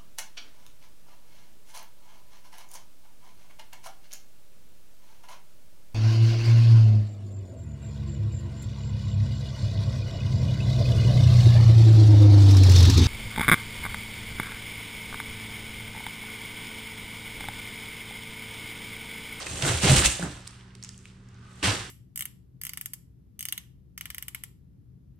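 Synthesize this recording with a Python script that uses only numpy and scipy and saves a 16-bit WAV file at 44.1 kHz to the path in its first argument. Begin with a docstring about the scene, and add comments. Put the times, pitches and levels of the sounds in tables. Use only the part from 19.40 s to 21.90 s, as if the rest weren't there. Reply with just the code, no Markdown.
"""A machine hums in the background while packing tape and a strip of board are ripped off a large box,
close to a phone, under a roof. Glue and fibres snap in dense random bursts of noise, and the box wall
rings as filtered noise and booms in fading sine tones at each jerk. Loose tape crackles in single ticks,
the strip rustles and then flies with an airy whistle of narrow noise bands.
Last, it lands with a scraping slap; a fading noise tail adds the room to all but the background."""
import sys
import numpy as np
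from scipy import signal
from scipy.fft import rfft, irfft, next_fast_len
from scipy.io import wavfile
from scipy.ndimage import uniform_filter1d

SR = 44100
rng = np.random.default_rng(int(sys.argv[2]) if len(sys.argv) > 2 else 0)


def transcribe(u):
    """Save the signal u as a 16-bit wav file named by the first command-line argument.

    u: samples, shape (n,) or (channels, n), limited to [-1, 1]; the rate is SR.
    q: integer samples, one column per channel.
    """
    v = np.clip(np.atleast_2d(u).T, -1, 1)
    q = np.round(v * 32767).astype(np.int16)
    wavfile.write(sys.argv[1], SR, q)


N = 110250


def undb(db):
    """Turn decibels into a plain gain."""
    return 10 ** (np.asarray(db) / 20)


def level(x, db=0):
    """Scale a sound so that its rms (average strength) is db."""
    return x * undb(db) / np.sqrt(np.mean(x ** 2))


def colour(x, table):
    """Make some pitches louder than others, by (f/Hz, gain/dB) points on a log-frequency axis."""
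    hz, db = np.array(table).T
    size = next_fast_len(x.shape[-1] + 4096)  # spare room at the end for the filter to ring out
    f = np.arange(size // 2 + 1) * SR / size + 1  # the added 1 Hz avoids log(0)
    gain = undb(np.interp(np.log(f), np.log(np.maximum(hz, 1)), db))
    return irfft(rfft(x, size) * gain, size)[..., :x.shape[-1]]


def band(x, lo_hz, hi_hz):
    """Keep only the pitches between two limits."""
    sos = signal.butter(2, [lo_hz, min(hi_hz, SR * .45)], "band", fs=SR, output="sos")
    return signal.sosfilt(sos, x)


def curve(table, column):
    """Gain over time from a dB column; practically silent (-120 dB) outside the table."""
    rows = np.array(table)
    times, db = rows[:, 0], rows[:, column]
    # a table that reaches the last 0.04 s holds its final level
    after = db[-1] if times[-1] > N / SR - .04 else -120
    return undb(np.interp(np.arange(N) / SR, times, db, left=-120, right=after))


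def walk(rate):
    """Slide between random levels, rate new ones a second; typical spread about 0.8."""
    hold = int(SR / rate)
    steps = np.repeat(rng.standard_normal(N // hold + 1), hold)
    return 0.99 * uniform_filter1d(steps, hold)[:N]


def spread(mid, side):
    """Left and right from a middle and an unrelated side signal, leaning a little to the right."""
    # how strongly the side signal is let in: f/Hz, gain/dB
    side_width = [(60, -17), (150, -27.5), (300, -21.5), (600, -6.5), (1300, -3), (2400, -6.5),
                  (4400, -5.5), (8000, 0.5), (15000, 1)]
    # share of the middle that leans to the right: f/Hz, gain/dB
    right_lean = [(60, -33), (250, -18), (600, -14.5), (1500, -13.5), (3000, -18), (9000, -11),
                  (13000, -34.5)]
    side = colour(side, side_width) - colour(mid, right_lean)
    return np.array([mid + side, mid - side])


def background():
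    """A machine hum of sine tones wavering in level and pitch, over soft broad noise."""
    # hum tones: f/Hz, rms level/dB
    hum_tones = [(59.2, -67.5), (118.4, -53.5), (188.4, -58), (242.2, -67.5), (382.2, -71)]
    # colour of the soft noise, its overall level is set below: f/Hz, relative level/dB
    air_colour = [(12, -39), (20, -17.5), (90, -9), (154, -16.5), (301, -26), (400, -25.5), (624, -44.5),
                  (1290, -35), (7310, -50.5), (16000, -62)]
    waver_db, waver_hz = 2, 1.5  # size of the random steps, smoothed by walk
    air_db = -54  # rms
    hum = 0
    for hz, db in hum_tones:
        swell = undb(waver_db * walk(11.85))
        turns = np.cumsum(hz + waver_hz * walk(14)) / SR
        hum = hum + level(swell * np.sin(2 * np.pi * turns), db)
    air = level(colour(rng.standard_normal((2, N)), air_colour), air_db)
    return spread(air[0] + hum, air[1])


def snaps(register):
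    """Dense snaps of uneven size, each a very short fading noise burst, for middle and side."""
    # colour of a snap: f/Hz, gain/dB
    snap_colour = [(180, -15.5), (280, -1.5), (400, 1), (700, -0.5), (1200, -2), (2000, 0), (3000, 1.5),
                   (5000, -4), (8500, -0.5), (12000, -7.5), (16000, -16)]
    snaps_per_s, fade_t60_s = 5000, 0.0031  # t60: time to fade by 60 dB
    size_spread_db, most_db = 4.5, 6.5  # most snaps are small, the rare big ones are capped
    hit = rng.random((2, N)) < snaps_per_s / SR
    size = undb(np.minimum(size_spread_db * rng.exponential(size=(2, N)), most_db))
    fade = signal.lfilter([1], [1, -1000 ** (-1 / (fade_t60_s * SR))], hit * size)
    bursts = fade * rng.standard_normal((2, N))
    return colour(colour(bursts, snap_colour), register)


def rip():
    """Snapping glue and fibres in four registers that follow the pull, the rustle and the landing."""
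    # pull on the tape, one table for each tug and for the flap that follows: t/s, level of the middle
    # register/dB, then relative to it: low body/dB, body/dB, top/dB
    pulls = [
        [(0.0, -42, -14, -1, 0.5), (0.02, -40.5, -0.5, -6, -2), (0.058, -47, -4, -0.5, 0),
         (0.066, -42, 0.5, -3, -1), (0.1, -41, -6.5, -5.5, 1.5), (0.208, -42.5, -1, -4.5, 3),
         (0.234, -32.5, -4.5, -1, -3), (0.272, -29, 1, -4, 2.5), (0.292, -29.5, -3, -1, 0),
         (0.326, -33.5, -1.5, -3, 1), (0.41, -38, -12, -7.5, -1.5)],
        [(0.41, -34, -15, -11.5, -2), (0.444, -26, -3.5, -2.5, -2), (0.504, -22, -2.5, -6, -1.5),
         (0.512, -26.5, -0.5, -3.5, 1.5), (0.59, -21, -13.5, -9.5, -0.5), (0.606, -34, -4.5, -0.5, 6),
         (0.64, -24.5, -11, -5.5, -5), (0.662, -20, -19, -13, 3), (0.68, -34.5, -12, -8.5, 5.5),
         (0.774, -42.5, -10, -5.5, 3.5), (0.785, -49, -15, -8, 8)],
        [(0.785, -43, -16, -8, -4), (0.797, -44, 7, -3, 2), (0.815, -46, -9, 1, 0), (0.831, -45.5, 8.5, 5, 7.5),
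         (0.865, -48, 8.5, 5, -1), (0.889, -46.5, -1, -2, -1), (1.009, -56, -3.5, -3.5, -5),
         (1.023, -59, -15, -7, -11), (1.05, -79, -12, 4.5, -19)],
    ]
    # the strip lands and slides: same columns as the pull
    landing = [(2.2246, -64, -4, -2, 4), (2.229, -29.5, -10, -3, -8), (2.26, -25, -9, -2.5, -3.5),
               (2.29, -28.5, -5.5, -1, -4.5), (2.34, -35.5, -3.5, -2, -2.5), (2.42, -42.5, -7.5, -1, -3.5),
               (2.5, -51.5, -7, -4, -5)]
    # strip in the hand and in the air: t/s, middle/dB, low body/dB, body/dB, top/dB (none relative)
    rustle = [(.95, -89, -80, -77, -78), (1.06, -55.5, -73, -57.5, -61), (1.176, -58.5, -70, -61.5, -64),
              (1.326, -69, -73, -64, -83), (1.42, -65, -74, -78, -68), (1.45, -53, -78, -61.5, -60),
              (1.55, -71, -80, -77, -64), (1.64, -65.5, -83, -77, -66), (1.68, -60, -73, -71, -65),
              (1.8, -76.5, -74.5, -69, -79), (1.964, -67.5, -73, -67.5, -79),
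              (2.154, -60.5, -65.5, -61, -60.5), (2.225, -56, -65, -57, -60)]
    # the four registers, from deep to bright: f/Hz, gain/dB
    low_register = [(600, 0), (800, -3), (1100, -25)]
    body_register = [(600, -25), (800, -3), (1100, 0), (1500, 0), (2000, -3), (2700, -25)]
    middle_register = [(1500, -25), (2000, -3), (2700, 0), (5000, 0), (6000, -3), (7200, -25)]
    top_register = [(5000, -25), (6000, -3), (7200, 0)]
    swells_per_s, swell_db = 110, 1.0  # fast random swells, mostly shared by the registers
    out, shared_swell = 0, walk(swells_per_s)
    registers = (middle_register, low_register, body_register, top_register)
    for column, register in enumerate(registers, start=1):
        gain = curve(rustle, column)
        for table in (*pulls, landing):
            main = curve(table, 1) if column > 1 else 1
            gain = gain + curve(table, column) * main
        swell = undb(swell_db * (shared_swell + 0.39 * walk(swells_per_s)))
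        out = out + level(snaps(register), -2) * gain * swell
    return spread(*out)


def box():
    """The wall rings on its resonances while shaken, and booms in a fading sine at each jerk."""
    # shaking of the wall, one table for each stretch of movement: t/s, level before the trim below/dB
    shaking = [
        [(0.0, -54), (0.012, -50.5), (0.138, -33.5), (0.184, -38.5), (0.254, -27.5), (0.278, -29),
         (0.302, -27.5), (0.39, -33), (0.41, -32)],
        [(0.41, -39), (0.454, -18), (0.482, -25), (0.502, -19), (0.522, -15), (0.556, -20), (0.686, -29.5),
         (0.785, -53)],
        [(0.785, -48.5), (0.831, -26), (0.845, -24.5), (0.915, -40.5), (1.007, -48), (1.023, -68), (1.05, -63)],
        [(2.229, -30.5), (2.291, -28.5), (2.387, -38), (2.469, -47), (2.5, -48)],
    ]
    # wall resonances: f/Hz, width/Hz, level against each other/dB
    resonances = [(40, 14, -9.5), (62, 24, -3.5), (78.7, 20, -1.5), (104.2, 17.4, -2), (130, 14, -2),
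                  (177, 41.5, -4), (221.4, 14, -9.5), (288, 45.5, -7.5), (347.5, 29, -8.5)]
    # jerks: t/s, level before rise and fade/dB, f/Hz, rise time constant/s, time to fade by 60 dB/s
    jerks = [(0.092, -30, 95, 0.017, 0.21), (0.234, -15.5, 138.5, 0.0063, 0.11),
             (0.296, -16.5, 114.5, 0.0046, 0.14), (.335, -23.5, 79.6, 0.013, 0.35),
             (.434, -15, 203, 0.0013, 0.043), (0.448, -5.5, 145, .003, 0.041),
             (0.496, -7.5, 135.6, .012, 0.22), (0.574, -16, 67, 0.011, 0.17),
             (.655, -16.5, 60.4, 0.0063, 0.17), (.793, -31, 172, 0.0045, 0.21),
             (0.827, -18.5, 177, 0.0023, 0.03), (0.839, -22, 172, 0.0022, 0.03),
             (.858, -24.5, 172, 0.0023, 0.059), (0.841, -26, 73.4, .008, 0.18),
             (2.227, -24.5, 286, 0.0023, 0.091), (2.245, -24, 190, 0.0034, 0.13),
             (2.269, -20.5, 103.4, 0.011, 0.32)]
    push = rng.standard_normal((2, N))
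    wall = 0
    for hz, width, db in resonances:
        wall = wall + undb(db) * level(band(push, hz - width / 2, hz + width / 2))
    out = level(wall, -5.5) * sum(curve(part, 1) for part in shaking)
    t = np.arange(N) / SR
    for start, db, hz, rise, t60 in jerks:
        age = np.maximum(t - start, 0)
        shape = (1 - np.exp(-age / rise)) * 1000 ** (-age / t60)
        out[0] -= undb(db) * np.sin(2 * np.pi * hz * age) * shape
    return spread(*out)


def room(x):
    """Echoes blur into a decaying noise tail with less bass and treble than the direct sound."""
    t60_s, tail_db = 0.52, -12.5
    low_hz, top_hz = 375, 9700
    t = np.arange(SR) / SR
    noise = band(rng.standard_normal((2, SR)), low_hz, top_hz)
    tail = noise * 1000 ** (-t / t60_s) * (t > .004)  # the first echo waits 4 ms
    tail = tail * undb(tail_db) / np.sqrt(np.sum(tail ** 2) / 2)
    mono = x.mean(axis=0, keepdims=True)
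    return spread(*signal.fftconvolve(mono, tail, axes=1)[:, :N])


def crackles():
    """Each crackle of tape is a broad tick and a short ring of noise around its pitch."""
    # crackles: t/s, peak before panning/dB, f/Hz, time to fade by 60 dB/s,
    # broad tick against the ring/dB, left minus right/dB
    ticks = [(.0225, -27, 1180, 0.0079, 4, -3), (0.0669, -22, 2250, 0.028, -5, 0),
             (.113, -25, 7360, .01, -13, 2), (.2232, -15, 3550, .015, 3, -5),
             (0.25, -18, 2500, 0.0035, 2, -6), (.366, -21.5, 4100, 0.01, -6, -2),
             (.157, -26, 6000, 0.0054, 1, -2), (.179, -26, 7500, .006, 0, 0),
             (0.403, -21, 8600, 0.0095, -1, -4), (0.44, -21, 2550, 0.013, -7, -6),
             (.585, -9, 5560, .01, -8, -2), (.8262, -22, 1500, .015, -4.5, -2),
             (0.967, -38, 6000, .01, 0, -9), (1.0724, -26.5, 8900, 0.0041, 4, 1),
             (1.0757, -26, 8500, 0.0097, 4.5, -12), (1.1093, -38, 8500, .006, -8, -6),
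             (1.306, -48.5, 3130, .008, -8, -5), (1.352, -34, 8250, 0.013, 13, -8.5),
             (1.4266, -30.5, 5100, 0.012, -4, 0), (1.4373, -25.5, 6700, 0.0084, -4.5, -4),
             (1.4466, -29, 6300, 0.011, 4, 0), (1.492, -47.5, 1720, 0.034, -20, 2),
             (1.491, -26, 6230, 0.0068, -3, -1), (1.544, -45, 2970, .005, -11, -1),
             (1.5785, -34.5, 7400, .005, -7, -1), (1.590, -39, 6000, .004, 1.5, 1),
             (1.6555, -31.5, 2900, .005, -0.5, -2.5), (1.888, -42, 6000, .003, 4, -3),
             (1.9445, -46, 6000, .004, -2, -2), (1.952, -52.5, 4000, 0.0044, -4, -6.5)]
    stretch = 1 + .5 / 2  # the ring spans from pitch / stretch to pitch * stretch
    out, size = np.zeros((2, N)), 2048
    for start, db, hz, t60, tick_db, pan_db in ticks:
        burst = rng.standard_normal((3, size)) * 1000 ** (-np.arange(size) / SR / t60)
        burst = burst[0] + .5 * burst[1:]  # shared noise plus a little of its own on each side
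        ring = level(band(burst, hz / stretch, hz * stretch))
        ring = ring + level(band(burst, 1800, 10000), tick_db)
        gain = undb(db + np.array([[pan_db], [-pan_db]]) / 2)
        at = int(start * SR)
        out[:, at:at + size] += ring / np.abs(ring).max() * gain
    return out


def flight():
    """Air past the thrown strip whistles: noise narrowed to a few bands."""
    # loudness of the whistle: t/s, gain/dB
    whistle = [(1.8, -89.5), (1.95, -65.5), (2.1, -58), (2.2, -64), (2.23, -52)]
    # whistle resonances: f/Hz, width/Hz, rms level before that gain/dB
    whistle_tones = [(1206, 110, -4.5), (1505, 80, -8.5)]
    push = rng.standard_normal((2, N))
    tones = sum(level(band(push, hz - w / 2, hz + w / 2), db) for hz, w, db in whistle_tones)
    return spread(*tones * curve(whistle, 1))


def scene():
    """Near sounds with their room tail, over the background."""
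    near = rip() + box() + crackles() + flight()
    return near + room(near) + background()


def record(dry):
    """The phone dulls the treble and cuts the top steeply."""
    # microphone response: f/Hz, gain/dB
    microphone = [(30, 1), (60, 1), (8800, 0.5), (10000, -7), (13000, -12.5), (16000, -14)]
    top_hz = 15800
    cut = signal.ellip(10, .2, 80, top_hz, fs=SR, output="sos")
    return signal.sosfilt(cut, colour(dry, microphone))


dry = scene()
out = record(dry)
transcribe(out)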